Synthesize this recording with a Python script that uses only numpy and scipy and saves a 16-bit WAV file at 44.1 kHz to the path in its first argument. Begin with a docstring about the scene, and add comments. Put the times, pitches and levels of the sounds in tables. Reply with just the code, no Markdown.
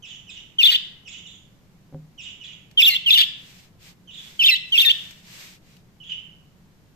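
"""Budgerigars in a wire cage in a small room. Over a low room rumble, a far bird chirps softly from the
start, and a near bird answers with the first of five loud, rasping chirps. Each chirp is a membrane
whistle shaped by the throat: a falling note, a dip, an arch, a held note, a low rasp (near bird only)
and a flick. Near two seconds something hollow is bumped. Then, as the calls go on, claws tick on perch
and wire and feathers are ruffled, until the far bird has the last chirp."""
import sys
import numpy as np
from scipy import signal
from scipy.fft import rfft, irfft, next_fast_len
from scipy.io import wavfile
from scipy.ndimage import uniform_filter1d, minimum_filter1d, map_coordinates

SR = 44100
rng = np.random.default_rng(int(sys.argv[2]) if len(sys.argv) > 2 else 0)


def store_pcm(level_fs):
    """Save levels as 16-bit WAV."""
    pcm = np.round(np.clip(level_fs, -1, 1) * 32767).astype(np.int16)
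    wavfile.write(sys.argv[1], SR, np.atleast_2d(pcm).T)


N = 306495
TOP_HZ = 14300  # band limit
SIDES = np.array([[1], [-1]]) / 2  # splits a level or time difference between left and right

# The colour of feathers and claws. Each row: frequency in Hz, level in dB.
RUSTLE_SPECTRUM = [(160, -6), (400, -9.5), (800, -6.5), (1300, -6), (2300, 3.5), (4500, 0.5), (8000, -4.5),
                   (10000, -16.5), (13500, -7)]


def amp(db):
    """Decibels to gain."""
    return 10 ** (np.asarray(db) / 20)


def unit(x):
    """Scale to rms 1."""
    return x / np.sqrt(np.mean(x ** 2) + 1e-20)


def along(points, hz):
    """Read a curve of (Hz, value) points on a log frequency axis."""
    freqs, values = np.transpose(points)
    return np.interp(np.log(hz + 1), np.log(freqs + 1), values)


def filtered(x, response):
    """Pass x through a complex frequency response."""
    n = x.shape[-1]
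    size = next_fast_len(n + SR // 4)
    return irfft(rfft(x, size) * response(np.fft.rfftfreq(size, 1 / SR)), size)[..., :n]


def noise(spectrum, shape):
    """Coloured noise of rms 1."""
    return unit(filtered(rng.standard_normal(shape), lambda hz: amp(along(spectrum, hz))))


def wobble(rate, n):
    """A smooth random curve, rate knots a second."""
    return map_coordinates(rng.standard_normal(n // 2), [np.arange(n) * rate / SR], mode="wrap")


def add(track, start_s, sound):
    """Mix a sound into a track."""
    part = track[..., max(round(start_s * SR), 0):][..., :sound.shape[-1]]
    part += sound[..., :part.shape[-1]]


def background():
    """Room rumble, nearly alike on both sides, under a faint steady hiss."""
    # The colours of rumble and hiss. Each row: frequency in Hz, level in dB.
    rumble_spectrum = [(25, -2), (50, -4.5), (80, -3), (115, 0), (180, 3.5), (230, -6), (400, -13.5),
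                       (1000, -23.5), (2000, -40.5)]
    air_spectrum = [(1600, 1), (7000, -6.5), (10000, -18.5), (13000, -9.5)]
    rumble = noise(rumble_spectrum, N) + amp(-6) * noise(rumble_spectrum, (2, N))
    return amp(-55.5) * rumble + amp(-64.5) * noise(air_spectrum, (2, N))


def note(length_s, start_hz, middle_hz, end_hz, db, swell_db, rough):
    """Pitch, level and roughness of one smooth bend; at both ends the voice breaks, weaker and rougher."""
    u = np.linspace(-1, 1, max(round(length_s * SR), 2))
    pitch = middle_hz + u * (end_hz - start_hz) / 2 + u ** 2 * ((start_hz + end_hz) / 2 - middle_hz)
    voice_break = u ** 4
    return np.array([pitch, db + swell_db * u / 2 - 3 * voice_break, rough + 0.3 * voice_break])


def chirp(whistle_s, whistle_db, held, hoarse, dip_hz=3351, rasp=(), flick_db=0, stretch=1):
    """Gate, pitch, level and roughness of the run of notes that both birds sing."""
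    # Each note: start, middle and end pitch in Hz, level in dB, swell in dB, roughness from 0 to 1.
    whistle = (3199.5, 2850, 2480, -11, -1.5, 0.1746)
    dip = (3699.5, 3351, 3300.5, -6.5, -5.5, 0.09)
    arch = (3379, 3719.5, 2899.5, -7, 2, 0.23)
    flick = (2751, 3152, 3749, -11.5, 7, 0.32)
    held_s, held_hz, held_db = held
    fade_s, attack_s, wander = 0.0046, 0.012, 0.012
    # the added columns shift a note's pitch, level and roughness
    notes = [note(whistle_s, *whistle) + [[0], [whistle_db], [0]],
             note(stretch * 0.02, *dip) + [[dip_hz - dip[1]], [0], [hoarse]],
             note(stretch * 0.026, *arch) + [[0], [0], [hoarse]],
             note(held_s, 1.12 * held_hz, held_hz, held_hz, held_db, 0, 0.18 + hoarse / 2),
             *rasp,
             note(0.025, *flick) + [[0], [flick_db], [0]]]
    pitch, db, rough = uniform_filter1d(np.hstack(notes), size=64, axis=1)
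    pitch = pitch * (1 + wander * wobble(110, len(pitch)))
    t = np.arange(len(pitch)) / SR
    onset = np.exp(-t / attack_s)  # the whistle starts soft and clean
    gate = np.sin(np.pi / 2 * np.clip(np.minimum(t, t[-1] - t) / fade_s, 0, 1)) ** 2
    return gate, pitch, db - 3 * onset, rough * (1 - onset)


def syrinx(pitch, rough, overtone_db, jitter, breath, slope_db):
    """A membrane whistle whose pitch and strength flutter when rough, heard through the throat."""
    # The resonances of windpipe and open beak. Each row: frequency in Hz, gain in dB.
    throat = [(300, -45), (1000, -23.5), (1700, -17), (2050, -7.5), (2600, -2), (3500, 8.5), (4100, -4.5),
              (4800, -2), (5700, -19.5), (8000, -19), (10500, -40), (13000, -18.5)]
    n = len(pitch)
    rough = np.clip(rough, 0, 1)
    phase = 2 * np.pi * np.cumsum(pitch * (1 + jitter * rough * wobble(1000, n))) / SR
    k = np.arange(1, 8)[:, None]
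    doubled = np.clip((2400 - pitch) / 300, 0, 1)  # low notes double their period: weak odd partials
    source_db = slope_db * np.log2(k) + overtone_db * (k > 1) - 11 * doubled * (k % 2)
    gains = amp(along(throat, k * pitch) + source_db) * (k * pitch < TOP_HZ)
    gains /= np.sqrt((gains ** 2).sum(0) / 2)
    glints = amp(4 * (k * pitch > 4500) * np.array([wobble(70, n) for _ in k]))  # overtones come and go
    flutter = amp(rough * (5 * wobble(600, n) - 7))
    tone = (gains * glints * np.sin(k * phase)).sum(0) * flutter
    noise_share = np.clip(breath * rough ** 2, 0, 0.9)
    return np.sqrt(1 - noise_share) * tone + np.sqrt(noise_share) * noise(throat, n)


def far_bird():
    """Soft chirps without the low rasp, from a bird that faces away."""
    # Each row: start in seconds, level in dB, roughness scale, time stretch of dip and arch,
    # sweep around the held note from 0 to 1, held pitch in Hz, held accent, overtone lift in dB.
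    calls = [(.022, -39, 1, 1, 0.91, 3042, -6, 3.5), (.265, -41.5, 1.08, 1.06, 0.97, 2953, -9, 2.5),
             (1.048, -40.5, 1.3, 1.08, 1, 2880, -6.5, 6.5), (1.23, -45, 0.75, 0.78, 0.61, 3463, -1.5, 6),
             (2.175, -41, 1.1, 0.95, 0.95, 2968, 0, 2), (2.402, -41.5, 1.2, 1, .9, 2932, -9, -1),
             (4.072, -41, 0.69, 1.2, 0.76, 3417, -2.5, -2), (6.0, -42, 0.54, 1.23, 0.55, 2990, 13.5, -8.5)]
    # The tone of a bird turned away. Each row: frequency in Hz, gain in dB.
    shade = [(2100, 8.5), (3700, 1.5), (4500, -6), (5300, 0.5), (7300, 14), (8500, -17.5), (12000, -38)]
    contrast = 0.54  # evens out the strength of the notes
    out = np.zeros(N)
    for start, level_db, rough_scale, stretch, sweep, held_hz, accent, bright_db in calls:
        held = (0.033, held_hz, accent)
        gate, pitch, contour, rough = chirp(0.037, 2.5, held, hoarse=0.25, stretch=stretch)
        pitch = held_hz + sweep * (pitch - held_hz)
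        rough = rough * rough_scale
        overtone_db = bright_db + 8 * rough  # clean notes are the purest
        voice = syrinx(pitch, rough, overtone_db, jitter=0.13, breath=0.55, slope_db=-1.5)
        waver_db = 3 * wobble(70, len(pitch))
        add(out, start, gate * amp(level_db + contrast * contour + waver_db) * voice)
    return filtered(out, lambda hz: amp(along(shade, hz)))


def cage_wires(hz):
    """The frequency response of cage wires ringing in sympathy."""
    # Each row: resonance in Hz, width in Hz, relative level in dB.
    wires = [(2760, 31, -9), (3050, 22, -11), (5000, 31, -5.5)]
    return 1 + sum(amp(db + 2.5) * 1j * hz * width / (centre ** 2 - hz ** 2 + 1j * hz * width)
                   for centre, width, db in wires)


def room(x, early_db, early_t60):
    """Close surfaces answer at once; the room's tail follows, and the cage wires ring along."""
    # Each row: frequency in Hz, time to fall by 60 dB in seconds.
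    decay_times = [(200, 0.31), (1500, 0.91), (3200, 0.49), (7000, 0.55), (13000, 0.22)]
    hz, frame_s, bands = signal.stft(rng.standard_normal((2, SR)), SR, nperseg=256)
    decay = amp(-60 * frame_s / along(decay_times, hz)[:, None])
    tail = signal.istft(bands * decay, SR, nperseg=256)[1][:, :SR]
    t = np.arange(SR) / SR
    tail *= 1 - np.exp(-t / 0.0009)
    early = rng.standard_normal((2, SR)) * amp(-60 * t / early_t60) * (t > 0.001)
    reflections = (unit(tail) + amp(early_db) * unit(early)) / np.sqrt(SR)
    return signal.fftconvolve(x[None], filtered(reflections, cage_wires), axes=1)[:, :N]


def beak_hiss(pitch, beak_hz, width_hz=860):
    """Air hisses through the beak, and high overtones ring out as they cross its resonance."""
    # The hiss on either side of the resonance. Each row: frequency in Hz, level in dB.
    hiss_spectrum = [(3000, -20.5), (5500, -10), (9500, -21.5), (11200, -25.5), (15000, -13.5)]
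    air = noise(sorted([*hiss_spectrum, (beak_hz, 0)]), (2, len(pitch)))
    k = np.arange(4, 8)[:, None]
    phase = 2 * np.pi * np.cumsum(pitch * (1 + 0.017 * wobble(800, len(pitch)))) / SR
    resonance = np.exp(-((k * pitch - beak_hz) / width_hz) ** 2)
    return air + amp(1) * (resonance * np.sin(k * phase)).sum(0)


def near_bird():
    """Loud chirps with a low rasp and a sputtering hiss, reaching the left microphone first."""
    # One chirp a row in all four tables. Each row: start in seconds, level in dB, added roughness,
    # whistle length in seconds, whistle lift in dB, middle pitch of the dip in Hz.
    calls = [(0.583, 1, 0.04, 0.048, -2, 3400), (2.772, -2.5, 0, 0.051, 5, 3350),
             (3.059, -0.5, 0, .047, -1, 3420), (4.391, -1.5, 0.04, .047, 0, 3180),
             (4.719, -1, .08, .058, -1, 3200)]
    # The held note. Each row: length in seconds, pitch in Hz, level in dB.
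    held_notes = [(.03, 3000, -12), (0.028, 2770, -6), (0.024, 2900, -12), (.025, 2740, -7),
                  (.027, 2650, -14.5)]
    # The rasp. Each row: length in seconds, pitch in Hz, level in dB, roughness, closing flick lift in dB.
    rasps = [(.034, 1950, -15.5, 0.9, -1), (.05, 2090, -16.5, .25, -0.5), (0.044, 1760, -7.5, 0.58, -0.5),
             (0.039, 1985, -12.5, .14, -5.5), (.045, 1800, -9.5, .12, 4)]
    # The bird's pose. Each row: left lead in ms, left over right in dB, beak resonance in Hz, hiss in dB.
    poses = [(0.487, 0.5, 13600, -29.5), (0.522, -1.5, 13470, -22.5), (0.4554, -1, 12200, -27.5),
             (0.427, -1.5, 13400, -29), (0.49, -0.5, 12500, -28.5)]
    sag = 0.035  # the rasp sinks from this share above its pitch to as far below
    out = np.zeros((2, N))
    for call, held, rasp_row, pose in zip(calls, held_notes, rasps, poses):
        start, level_db, hoarse, whistle_s, whistle_db, dip_hz = call
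        rasp_s, rasp_hz, rasp_db, rasp_rough, flick_db = rasp_row
        lead_ms, pan_db, beak_hz, hiss_db = pose
        rasp = note(rasp_s, rasp_hz * (1 + sag), rasp_hz, rasp_hz * (1 - sag), rasp_db, 0, rasp_rough)
        gate, pitch, db, rough = chirp(whistle_s, whistle_db, held, hoarse, dip_hz, [rasp], flick_db)
        db, n = db + level_db, len(db)
        voice = amp(db - 2) * syrinx(pitch, rough, overtone_db=-2, jitter=0.091, breath=0.44, slope_db=-6)
        opening = np.sin(np.pi * np.arange(n) / n)  # the beak opens and closes over the chirp
        sputter_db = 3.5 * wobble(90, n)
        hiss = opening * amp(0.65 * db + hiss_db + 3 * rough + sputter_db) * beak_hiss(pitch, beak_hz)
        sound = gate * (voice + hiss * amp(3 * SIDES))
        arrival = filtered(sound, lambda hz: np.exp(2j * np.pi * hz * SIDES * lead_ms / 1000))
        add(out, start, amp(SIDES * pan_db) * arrival)
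    return out


def bump():
    """One stuttering bump: a few quick contacts ring a dull, hollow body."""
    # Each row: start in seconds, level in dB.
    contacts = [(1.926, -36), (1.94, -36), (1.946, -27.5), (1.959, -42.5)]
    # Each row: frequency in Hz, level in dB, time to fall by 60 dB in seconds.
    body_modes = [(154.5, -8.5, 0.42), (266, -7, 0.28), (387, -14, 0.1), (532, -10, 0.089),
                  (735, -20, 0.15)]
    out, t = np.zeros(N), np.arange(SR // 2) / SR
    ring = sum(amp(db - 60 * t / t60) * np.sin(2 * np.pi * hz * t) for hz, db, t60 in body_modes)
    for start, db in contacts:
        add(out, start, amp(db) * ring)
    return out


def claws(t60=0.032):
    """Claws strike perch and wire in sharp ticks of noise."""
    # Each row: start in seconds, relative level in dB.
    ticks = [(2.713, -43), (5.1093, -35), (5.767, -44.5)]
    out, t = np.zeros((2, N)), np.arange(SR // 20) / SR
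    for start, db in ticks:
        add(out, start, amp(db - 4.5 - 60 * t / t60) * noise(RUSTLE_SPECTRUM, (2, len(t))))
    return out


def feathers():
    """Ruffled feathers: fluttering rustles that swell and fade."""
    # Each row: start in seconds, end in seconds, level in dB.
    ruffles = [(3.331, 3.714, -50.5), (3.786, 3.952, -49), (4.113, 4.453, -48.5), (4.616, 5.275, -46.5),
               (5.202, 5.596, -43.5), (5.603, 5.827, -58)]
    out = np.zeros((2, N))
    for start, end, db in ruffles:
        n = round((end - start) * SR)
        swell = np.sin(np.pi * np.arange(n) / n)
        add(out, start, swell * amp(db + 0.83 * wobble(45, n)) * noise(RUSTLE_SPECTRUM, (2, n)))
    return out


def scene():
    """The near bird is mostly direct sound; the far one is mostly room and sits to the right."""
    near, far = near_bird(), far_bird()
    close = near + amp(-12) * room(near[0], early_db=3, early_t60=0.012)
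    distant = amp(-6.5) * far + amp(-2) * room(far, early_db=-3, early_t60=0.06)
    return close + amp(-5 * SIDES) * distant + feathers() + claws() + bump() + background()


def record(dry):
    """The microphones bend loud sound slightly, a limiter holds the peaks, and the very top is cut off."""
    bent = dry + 0.025 * dry ** 2
    needed_gain = np.minimum(1, 0.85 / (np.abs(bent).max(0) + 1e-9))
    gain = uniform_filter1d(minimum_filter1d(needed_gain, size=260), size=130)
    return filtered(bent * gain, lambda hz: 1 / (1 + (hz / TOP_HZ) ** 120))


dry = scene()
out = record(dry)
store_pcm(out)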